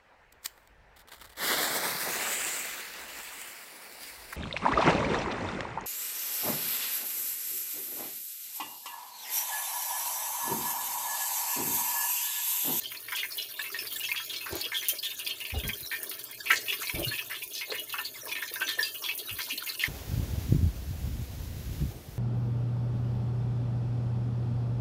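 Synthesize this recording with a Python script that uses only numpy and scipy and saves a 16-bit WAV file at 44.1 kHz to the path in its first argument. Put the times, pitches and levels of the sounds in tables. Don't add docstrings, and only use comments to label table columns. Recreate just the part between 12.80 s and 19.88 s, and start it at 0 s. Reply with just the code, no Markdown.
import sys
import numpy as np
from scipy import signal
from scipy.fft import rfft, irfft, next_fast_len
from scipy.io import wavfile
from scipy.ndimage import uniform_filter1d, map_coordinates

SR = 44100
rng = np.random.default_rng(int(sys.argv[2]) if len(sys.argv) > 2 else 0)


def inscribe(sig):
    pcm = np.round(np.clip(np.atleast_2d(sig).T, -1, 1) * 32767)
    wavfile.write(sys.argv[1], SR, pcm.astype(np.int16))


def rack_gain(trim_db):
    fader = np.asarray(trim_db, float)
    return 10 ** (fader / 20)


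N = 312228
ROW = 16384

# time in seconds, level in dB of the hiss (before a trim in spatter),
# of the sizzle and of the simmer (mean, before its wobble).
OIL_COURSE = [(0.0, -46.5, -45, -56.5), (0.31, -44, -52.5, -62), (0.45, -42.5, -50.5, -60),
              (0.79, -43, -46, -59.5), (1.16, -42, -45.5, -57.5), (1.79, -45.5, -46.5, -58),
              (2.29, -44, -45, -60), (2.52, -46.5, -50, -59), (3.31, -40.5, -44.5, -55.5),
              (3.49, -52, -49.5, -60), (3.73, -43, -48.5, -57), (3.88, -40.5, -44.5, -57.5),
              (4.18, -40.5, -45.5, -59.5), (4.69, -44.5, -49.5, -60), (5.7, -45, -43, -56.5),
              (6.19, -41, -47.5, -57.5), (6.35, -43.5, -51.5, -57.5), (6.74, -42, -43.5, -60.5),
              (7.08, -44, -42, -54.5)]
# frequency in Hz, relative spectral density in dB.
HISS_SPECTRUM = [(3530, -49), (6000, -9), (6740, -8.5), (7290, -15.5), (7960, -15.5), (9440, -0.5),
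                 (11600, -0.5), (12500, 1.5), (14400, 4), (15300, 2), (15750, -22), (16300, -33)]
# frequency in Hz, relative spectral density in dB.
SIZZLE_SPECTRUM = [(470, -29.5), (800, -4), (989, 0.5), (1400, 0.5), (1780, 8), (1960, -25), (2100, 4),
                   (2990, 5), (3230, 4.5), (3600, 8.5), (8000, -2), (10400, -8), (17600, -120)]


def unit(x):
    return x / np.sqrt(np.mean(x ** 2) + 1e-20)


def along(points, hz):
    f, db = np.transpose(points)
    return rack_gain(np.interp(np.log(hz + 1), np.log(f + 1), db))


def filtered(x, response):
    size = next_fast_len(x.shape[-1] + 8192)
    spectrum = rfft(x, size) * response(np.fft.rfftfreq(size, 1 / SR))
    return irfft(spectrum, size)[..., :x.shape[-1]]


def resonance(f, hz, width_hz):
    return 1j * f * width_hz / (hz * hz - f * f + 1j * f * width_hz + 1e-9)


def shuffled(db, modes, count, scatter_db):
    size = (count, len(db))
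    strength = rack_gain(db + scatter_db * rng.standard_normal(size))
    return 1 + (strength * rng.choice([-1, 1], size)) @ modes


def wobble(rate, shape=(N,)):
    n = int(np.prod(shape))
    knots = rng.standard_normal(n // 40)
    return map_coordinates(knots, [np.arange(n) * rate / SR], mode="wrap").reshape(shape)


def curves(rows):
    s, *columns = np.transpose(rows)
    return [np.interp(np.arange(N) / SR, s, column) for column in columns]


def placed(rows, times, gains):
    out = np.zeros(N + ROW)
    for row, s, gain in zip(rows, times, gains):
        out[round(max(s, 0) * SR):][:len(row)] += gain * row
    return out[:N]


def rush(spectrum, patchy_db, grainy_db, grain_rate):
    z = signal.stft(rng.standard_normal(N + 512), nperseg=512)[2]
    field = uniform_filter1d(uniform_filter1d(rng.standard_normal(z.shape), 7, 0), 7, 1)
    patchy = signal.istft(z * rack_gain(patchy_db * unit(field)), nperseg=512)[1][:N]
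    grainy = patchy * rack_gain(grainy_db * wobble(grain_rate))
    return unit(filtered(grainy, lambda hz: along(spectrum, hz)))


def crackle(spectrum, low_hz, high_hz, rate, spread_db, breadth):
    bands_hz = np.geomspace(low_hz, high_hz, num=6)[:, None]
    size = rack_gain(spread_db * np.minimum(rng.exponential(size=(6, N)), 3.5))
    hits = (rng.random((6, N)) < rate / SR) * size * rng.choice([-1, 1], (6, N))

    def response(hz):
        return along(spectrum, hz) * resonance(hz, bands_hz, breadth * bands_hz)
    return unit(filtered(hits, response).sum(0))


def puffs(table, body, attack, lumpy_db, lump_rate, choke):
    s, db, hz, length, spread, sag_db = np.transpose(table)[:, :, None]
    t, f = np.arange(ROW) / SR, np.fft.rfftfreq(ROW, 1 / SR)
    u = t / length
    shape = (1 - np.exp(-t / attack)) * rack_gain(-sag_db * np.minimum(u, 1)) / (1 + u ** 6)
    shape = shape * (1 + 0.6 * np.exp(-t / (4 * attack)))
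    vent = shape * rack_gain(lumpy_db * wobble(lump_rate, u.shape)) * rng.standard_normal(u.shape)
    pitched = resonance(f, hz, hz * np.clip(spread, .03, 1.5)) ** 2
    rows = irfft(rfft(vent) * pitched * body(len(table), f))
    rows = rows / (1 + (u / choke) ** 3)
    rms = np.sqrt((rows ** 2).sum(1) / (length[:, 0] * SR))
    return placed(rows, s[:, 0], rack_gain(db[:, 0]) / rms)


def bursts():
    # start in seconds, rms level in dB, pitch in Hz, length in seconds,
    # bandwidth as a fraction of the pitch (held within .03 to 1.5).
    events = [(0.035, -41, 3140, .076, 0.097), (.116, -40.5, 2200, 0.0091, 0.55),
              (0.145, -42, 2250, 0.017, 0.4), (0.167, -41, 4400, 0.011, 0.08),
              (0.281, -40, 2180, 0.021, 0.49), (0.32, -33, 1700, 0.021, 0.56),
              (0.348, -32, 3220, 0.008, 0.074), (0.35, -44, 6140, 0.057, .5),
              (.365, -32.5, 2900, 0.041, 0.49), (.429, -32.5, 2140, 0.026, 0.2),
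              (0.505, -42.5, 4900, 0.053, 0.24), (0.576, -36.5, 3180, 0.08, 0.33),
              (.617, -41, 5400, 0.02, 0.11), (0.743, -45, 2580, 0.0071, 0.17),
              (0.79, -41.5, 2670, 0.032, 0.074), (0.809, -41.5, 4050, 0.02, .14),
              (0.916, -46, 4700, 0.025, 0.13), (0.79, -32, 1730, 0.013, 0.29),
              (0.84, -38, 2290, 0.032, 0.31), (0.939, -35.5, 1990, 0.031, 0.88),
              (0.987, -39.5, 2700, .03, .24), (0.985, -39, 5000, 0.049, 0.31),
              (1.049, -45, 2230, 0.024, 0.88), (1.068, -37.5, 4650, 0.013, 0.083),
              (1.102, -43, 3180, 0.043, 0.23), (1.194, -39, 2970, 0.038, 0.29),
              (1.23, -33, 2930, 0.033, 0.27), (1.236, -45.5, 6240, .04, 0.15),
              (1.284, -33.5, 2070, 0.015, 0.41), (1.314, -25, 2360, 0.0082, 0.14),
              (1.341, -40, 1820, 0.011, 0.28), (1.356, -34, 3070, 0.053, 0.5),
              (1.389, -44.5, 1680, 0.037, .5), (1.493, -36.5, 3530, 0.028, .23),
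              (1.528, -37.5, 3120, 0.031, 1), (1.561, -38, 3730, 0.043, 0.56),
              (1.606, -39.5, 2690, 0.03, 0.14), (1.659, -40, 1580, 0.045, 0.45),
              (1.728, -43.5, 3500, 0.11, 1.1), (1.807, -44, 2800, .032, .5),
              (1.809, -31.5, 4270, 0.011, 0.22), (1.839, -34.5, 2950, 0.033, 0.32),
              (1.917, -34, 1850, 0.032, 0.4), (1.943, -31, 3350, 0.049, 0.12),
              (2.014, -39.5, 2120, .031, 0.25), (2.047, -40, 3220, 0.038, 0.37),
              (2.085, -38.5, 6800, 0.04, .48), (2.088, -32, 2920, 0.018, 0.35),
              (2.185, -33.5, 4570, 0.011, 0.1), (2.228, -32.5, 3300, .048, 0.36),
              (2.302, -38, 2930, 0.025, 0.53), (2.392, -39.5, 2770, 0.03, 0.092),
              (2.365, -46.5, 6500, .03, 0.098), (2.446, -43.5, 4700, 0.025, 0.39),
              (2.472, -33.5, 4660, .01, 0.078), (2.462, -33.5, 2700, 0.026, 0.3),
              (2.492, -33.5, 3150, 0.034, 0.34), (2.602, -36.5, 2580, 0.026, 0.25),
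              (2.648, -38.5, 2760, 0.038, 0.34), (2.697, -38, 2500, 0.025, 0.32),
              (2.743, -43, 2900, 0.044, 0.38), (2.799, -38, 3040, 0.015, 0.29),
              (2.835, -37.5, 2100, 0.025, 0.55), (2.889, -30, 2240, 0.012, 0.33),
              (2.931, -36.5, 3200, 0.017, 0.072), (3.102, -45.5, 4150, .03, 0.29),
              (3.113, -33, 1860, 0.046, 0.44), (3.312, -40.5, 2550, 0.015, 1.1),
              (3.658, -34, 2440, 0.086, 0.19), (3.701, -17.5, 1860, 0.017, 0.26),
              (3.71, -40, 6600, 0.09, 0.3), (3.73, -25.5, 1840, 0.016, 0.33),
              (3.757, -34.5, 4330, 0.028, .6), (3.856, -47, 3000, .03, 0.26),
              (3.881, -29, 2720, 0.031, 0.15), (3.911, -41, 4840, 0.036, 0.77),
              (3.924, -32, 2350, 0.022, 0.77), (4.007, -44.5, 5800, 0.062, 0.75),
              (4.026, -38.5, 2350, 0.027, 0.48), (4.069, -39, 2350, 0.022, 0.21),
              (4.07, -35.5, 4200, 0.013, 0.18), (4.093, -31, 2220, 0.01, 0.21),
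              (4.095, -31, 2400, 0.0035, 0.58), (4.144, -37, 2780, 0.024, .5),
              (4.228, -32, 2930, 0.028, .2), (4.268, -35.5, 4020, 0.036, 0.16),
              (4.306, -35, 1770, 0.026, 0.24), (4.329, -37, 2680, 0.04, 0.31),
              (4.377, -34.5, 2940, 0.022, 0.52), (4.386, -36.5, 2570, 0.032, 0.36),
              (4.498, -39, 1980, .063, 0.4), (4.541, -40, 3300, 0.032, .17),
              (4.618, -37, 2570, 0.017, 0.23), (4.733, -42, 6150, 0.022, 0.14),
              (4.748, -38, 4300, .062, 0.54), (4.809, -34.5, 2260, 0.027, .5),
              (4.898, -38.5, 4170, 0.015, 0.22), (4.917, -35, 1820, 0.012, 1.1),
              (4.941, -36, 2200, 0.025, 0.34), (4.978, -36.5, 2880, 0.028, 0.21),
              (5.095, -42.5, 3540, 0.019, 0.59), (5.123, -36, 2940, .022, 0.27),
              (5.138, -35.5, 1360, 0.025, 0.48), (5.182, -31, 2600, 0.01, 0.18),
              (5.184, -35.5, 1350, .024, 0.39), (5.244, -36, 4360, 0.028, 0.17),
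              (5.351, -45, 2140, 0.014, 0.087), (5.46, -52, 946, 0.085, 0.095),
              (5.488, -41, 2530, 0.015, 0.14), (5.514, -31.5, 2560, 0.017, 0.4),
              (5.552, -36, 2230, 0.043, 0.43), (5.621, -33, 1750, 0.019, 0.32),
              (5.756, -37, 1700, 0.017, 0.24), (5.804, -35.5, 2830, 0.044, 0.28),
              (5.81, -27, 1520, 0.016, 0.22), (5.865, -35, 3420, 0.018, .41),
              (5.878, -38, 1750, 0.051, 0.53), (5.888, -30.5, 3820, 0.024, 0.15),
              (5.891, -34.5, 3900, .004, 0.75), (5.917, -39, 3670, 0.021, .5),
              (5.984, -27, 1797, 0.033, 0.12), (6.027, -31.5, 3930, 0.062, .35),
              (6.041, -39.5, 2696, 0.042, 0.046), (6.09, -44, 3740, 0.0083, 0.2),
              (6.145, -41, 2840, 0.027, 0.18), (6.22, -45.5, 5600, 0.049, .17),
              (6.218, -51.5, 1070, 0.066, 0.43), (6.238, -35, 3060, 0.052, 0.35),
              (6.286, -28.5, 2540, .015, 0.17), (6.287, -33, 2580, 0.003, 1.1),
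              (6.31, -33, 2670, 0.013, 0.27), (6.386, -39.5, 3650, 0.027, .39),
              (6.491, -36.5, 2740, 0.029, 0.33), (6.585, -35.5, 2120, 0.031, 0.74),
              (6.602, -41.5, 4800, .07, 0.43), (6.684, -45, 5560, .05, .45),
              (6.695, -33.5, 2770, 0.038, 0.22), (6.775, -31, 3560, 0.0088, 0.38),
              (6.864, -35.5, 2650, 0.018, 0.25), (6.89, -34.5, 4450, 0.018, 0.19),
              (6.993, -33, 2810, 0.052, 0.31), (7.035, -26, 2060, 0.026, 0.18)]
    s, db, hz, length, spread = np.transpose(events)
    same = np.ones(len(s))
    sag_db = 5 * same
    main = [s, db, hz, length, spread, sag_db]
    over = [s, db - 15.5, hz * 1.828, length, 0.57 * same, sag_db]
    gulp_db = -47.5 + 0.52 * (db + 32) - 14 * np.log2(hz / 1500)
    gulp = [s, gulp_db, 993 * same, 0.033 * same, 0.3 * same, sag_db]
    return puffs(np.hstack([main, over, gulp]).T, lid, attack=.001, lumpy_db=4.5, lump_rate=250., choke=1.9)


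def lid(count, f):
    # frequency in Hz, free decay by 60 dB in seconds, level in dB before a common 9 dB lift.
    lid_modes = [(990, .08, -4), (1130, .1, -6), (1328, .16, -3), (1579, .14, -3), (1720, .1, -4),
                 (1793, .2, 1), (1845, .12, -3), (2133, .17, 1), (2286, .1, -3), (2420, .16, 0),
                 (2560, .13, -2), (2653, .17, 1), (2851, .16, 0), (2905, .11, -3), (3150, .18, 1),
                 (3293, .14, 0), (3410, .11, -2), (3627, .15, -1), (4070, .09, -3), (4198, .12, 0),
                 (4348, .12, -2), (4585, .1, -2), (4800, .09, -3), (5270, .09, -3), (6050, .07, -3),
                 (6700, .07, -3)]
    hz, t60, db = np.transpose(lid_modes)
    width_hz = np.log(1000) / np.pi / t60
    return shuffled(db + 9.0, resonance(f, hz[:, None], width_hz[:, None]), count, scatter_db=7.0)


def spits():
    # start in seconds, peak level in dB, spray in dB relative to the crack.
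    droplets = [(0.1196, -24, -15), (0.176, -31.5, -23), (0.206, -28, -17), (0.312, -25.5, -14),
                (0.3284, -19, -17), (0.3611, -19.5, -10), (0.461, -31, -17), (0.4868, -26, -17),
                (0.571, -22, -10), (0.826, -28, -9), (0.9193, -27, -15), (1.127, -20, -15),
                (1.1393, -24, -17), (1.16, -20, -19), (1.197, -18, -18), (1.2835, -32, -19),
                (1.327, -17.5, -17), (1.4476, -25, -15), (1.5035, -35, -17), (1.6152, -29, -19),
                (1.694, -24, -17), (1.7545, -16, -18.5), (1.8128, -19, -17), (2.0365, -31, -14),
                (2.0846, -8.5, -13.5), (2.1665, -33, -17), (2.2273, -31, -17), (2.2463, -21, -15),
                (2.3775, -33, -17), (2.392, -21, -17), (2.461, -32, -19), (2.4748, -23.5, -13),
                (2.604, -23, -19), (2.6404, -31, -17), (2.6686, -28, -19), (2.7871, -28, -15),
                (2.8786, -21, -18), (3.007, -23, -14), (3.1318, -33, -17), (3.232, -14.5, -16),
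                (3.295, -18.5, -21), (3.3508, -26, -13), (3.3926, -25, -17), (3.44, -21, -25),
                (3.512, -27.5, -16), (3.699, -25, -17), (3.7195, -16, -14), (3.9095, -27, -17),
                (4.023, -27, -17), (4.0776, -31, -17), (4.1116, -36, -17), (4.196, -19, -13),
                (4.636, -23, -16), (4.7152, -30, -12), (4.953, -27, -15), (4.997, -21, -21),
                (5.1267, -21, -16), (5.1913, -25, -12), (5.5294, -23, -22), (5.6181, -24, -17),
                (5.7396, -14.5, -16), (5.799, -26, -15), (6.0092, -27, -23), (6.2622, -29, -17),
                (6.351, -23, -11), (6.3774, -18, -15), (6.5904, -18, -19), (6.768, -43, -17),
                (6.862, -25, -15), (6.995, -24, -16)]
    s, db, spray_db = np.vstack([droplets, small_spits(count=70)]).T[:, :, None]
    t = np.arange(ROW // 2) / SR
    crack = rack_gain(-60 * t / .0014)
    spray_t60 = 0.072 * rack_gain(0.21 * (db + 32))
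    spray = (1 - np.exp(-t / .001)) * rack_gain(spray_db - 60 * t / spray_t60)
    shape = crack + spray
    tilt_db = 4.5 * rng.standard_normal(s.shape)

    def colour(hz):
        return along(HISS_SPECTRUM, hz) * rack_gain(tilt_db * np.log2(np.clip(hz, 7000, 16000) / 12000))
    rows = filtered(shape * rng.standard_normal(shape.shape), colour)
    return placed(rows, s[:, 0], rack_gain(db[:, 0]) / np.abs(rows).max(1))


def small_spits(count):
    draw = rng.random((count, 3))
    peak_db, spray_db = -35 + 10 * draw[:, 1], -26 + 16 * (draw[:, 2] - .5)
    return np.transpose([draw[:, 0] * N / SR, peak_db, spray_db])


def spatter(bubbles):
    power = np.abs(uniform_filter1d(bubbles ** 2, size=600))
    thrown = 1 + np.sqrt(power) / rack_gain(-42.5)
    spray = rush(HISS_SPECTRUM, patchy_db=2.4, grainy_db=1.5, grain_rate=400.)
    ticks = crackle(HISS_SPECTRUM, 6800, 13100, rate=220.0, spread_db=15.0, breadth=0.07)
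    flutter = rack_gain(1.9 * wobble(55.))
    hiss_db = curves(OIL_COURSE)[0] - 3.5
    return rack_gain(hiss_db) * thrown ** 0.31 * flutter * (spray + rack_gain(-8.5) * ticks)


def oil():
    # frequency in Hz, relative spectral density in dB.
    simmer_spectrum = [(100, -55), (170, -22), (248, -4), (295, 0), (334, 2), (421, 6), (445, 3),
                       (487, -11.5), (522, -7.5), (622, 2.5), (715, -6), (834, -80), (900, -2), (1170, -75),
                       (1980, -120)]
    _, sizzle_db, simmer_db = curves(OIL_COURSE)
    froth = rush(SIZZLE_SPECTRUM, patchy_db=9.0, grainy_db=4.0, grain_rate=250.0)
    froth = froth + 0.87 * small_bubbles(count=850)
    unsteady = rack_gain(simmer_db + 2.2 * wobble(14.))
    simmer = unsteady * rush(simmer_spectrum, patchy_db=2.4, grainy_db=1.5, grain_rate=80.)
    return rack_gain(sizzle_db) * unit(froth) + simmer


def small_bubbles(count):
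    draw = rng.random((count, 4))
    s, length = draw[:, 0] * N / SR, .012 + .03 * draw[:, 3]
    hz = 1000 * (7500 / 1000) ** draw[:, 1]
    db = 20 * np.log10(along(SIZZLE_SPECTRUM, hz) * np.sqrt(hz)) + 2.1 * draw[:, 2]
    same = np.ones(count)
    table = np.transpose([s, db, hz, length, .24 * same, 7 * same])
    return unit(puffs(table, lid, attack=.001, lumpy_db=4.0, lump_rate=300., choke=1.9))


def knocks():
    # start in seconds, rms level in dB, pitch in Hz, length in seconds,
    # bandwidth as a fraction of the pitch (held within .03 to 1.5).
    contacts = [(1.693, -40.5, 474, 0.11, 0.87), (1.708, -45, 114, 0.063, 0.56),
                (1.733, -50, 1060, 0.082, 1), (1.847, -49.5, 403, 0.029, .5),
                (2.113, -48, 630, 0.023, 0.13), (2.719, -30.5, 65, 0.054, 1), (2.735, -41, 340, 0.041, 1),
                (2.828, -38, 68, 0.075, 1.36), (3.004, -53, 108, 0.043, 0.37),
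                (3.703, -47.5, 400, 0.099, 1.3), (2.87, -52.5, 215, .06, 0.52),
                (3.894, -51, 394, 0.04, 0.47), (4.137, -39, 75.5, 0.11, 1.3),
                (4.15, -37.5, 423, 0.089, 0.79), (4.246, -36, 115, 0.038, 0.63),
                (4.251, -50.5, 327, 0.092, 1), (4.87, -41.5, 513, 0.076, 1.1),
                (5.426, -48.5, 423, 0.06, 0.7), (5.705, -47, 420, .017, 0.24),
                (5.812, -46, 690, 0.006, 0.28), (5.973, -45.5, 543, 0.036, 1.1),
                (6.385, -48.5, 396, 0.03, 0.38), (6.5, -45, 75, 0.037, 0.84),
                (6.703, -51.5, 256, 0.057, 0.21)]
    table = [(*row, 5) for row in contacts]
    return puffs(table, shelf, attack=.011, lumpy_db=4.5, lump_rate=110., choke=2.2)


def shelf(count, f):
    # frequency in Hz, width in Hz, level in dB before random scatter.
    wood_modes = [(69, 20, 0.5), (118, 35, -3), (251, 40, 0), (336, 50, -3), (425, 35, 5), (508, 50, -4),
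                  (630, 50, 4), (760, 60, -2)]
    hz, width_hz, db = np.transpose(wood_modes)
    return shuffled(db, resonance(f, hz[:, None], width_hz[:, None]), count, scatter_db=3)


def hum():
    # frequency in Hz, relative spectral density in dB.
    hum_spectrum = [(15, -44), (25, -51), (43, -8), (70, -16), (119, -2), (139, -6.5), (162, -19),
                    (200, -18), (260, -50), (440, -120)]
    unsteady = rack_gain(-69 + 1.5 * wobble(3.))
    return unsteady * rush(hum_spectrum, patchy_db=1.5, grainy_db=1, grain_rate=20.)


def kitchen(x):
    t = np.arange(SR // 3) / SR
    tail = rng.standard_normal(len(t)) * rack_gain(-60 * t / 0.3) * (t > .004)
    return signal.fftconvolve(x, tail / np.linalg.norm(tail))[:N]


def scene():
    bubbles = bursts()
    near = bubbles + spits() + knocks()
    walls = rack_gain(-15) * kitchen(near)
    return (near + walls + spatter(bubbles) + oil() + hum())[None]


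def top_cut(x):
    return signal.sosfilt(signal.butter(12, 16980, fs=SR, output="sos"), x)


def record(dry):
    mix = filtered(dry, lambda hz: hz < 15850)
    return top_cut(mix)


dry = scene()
out = record(dry)
inscribe(out)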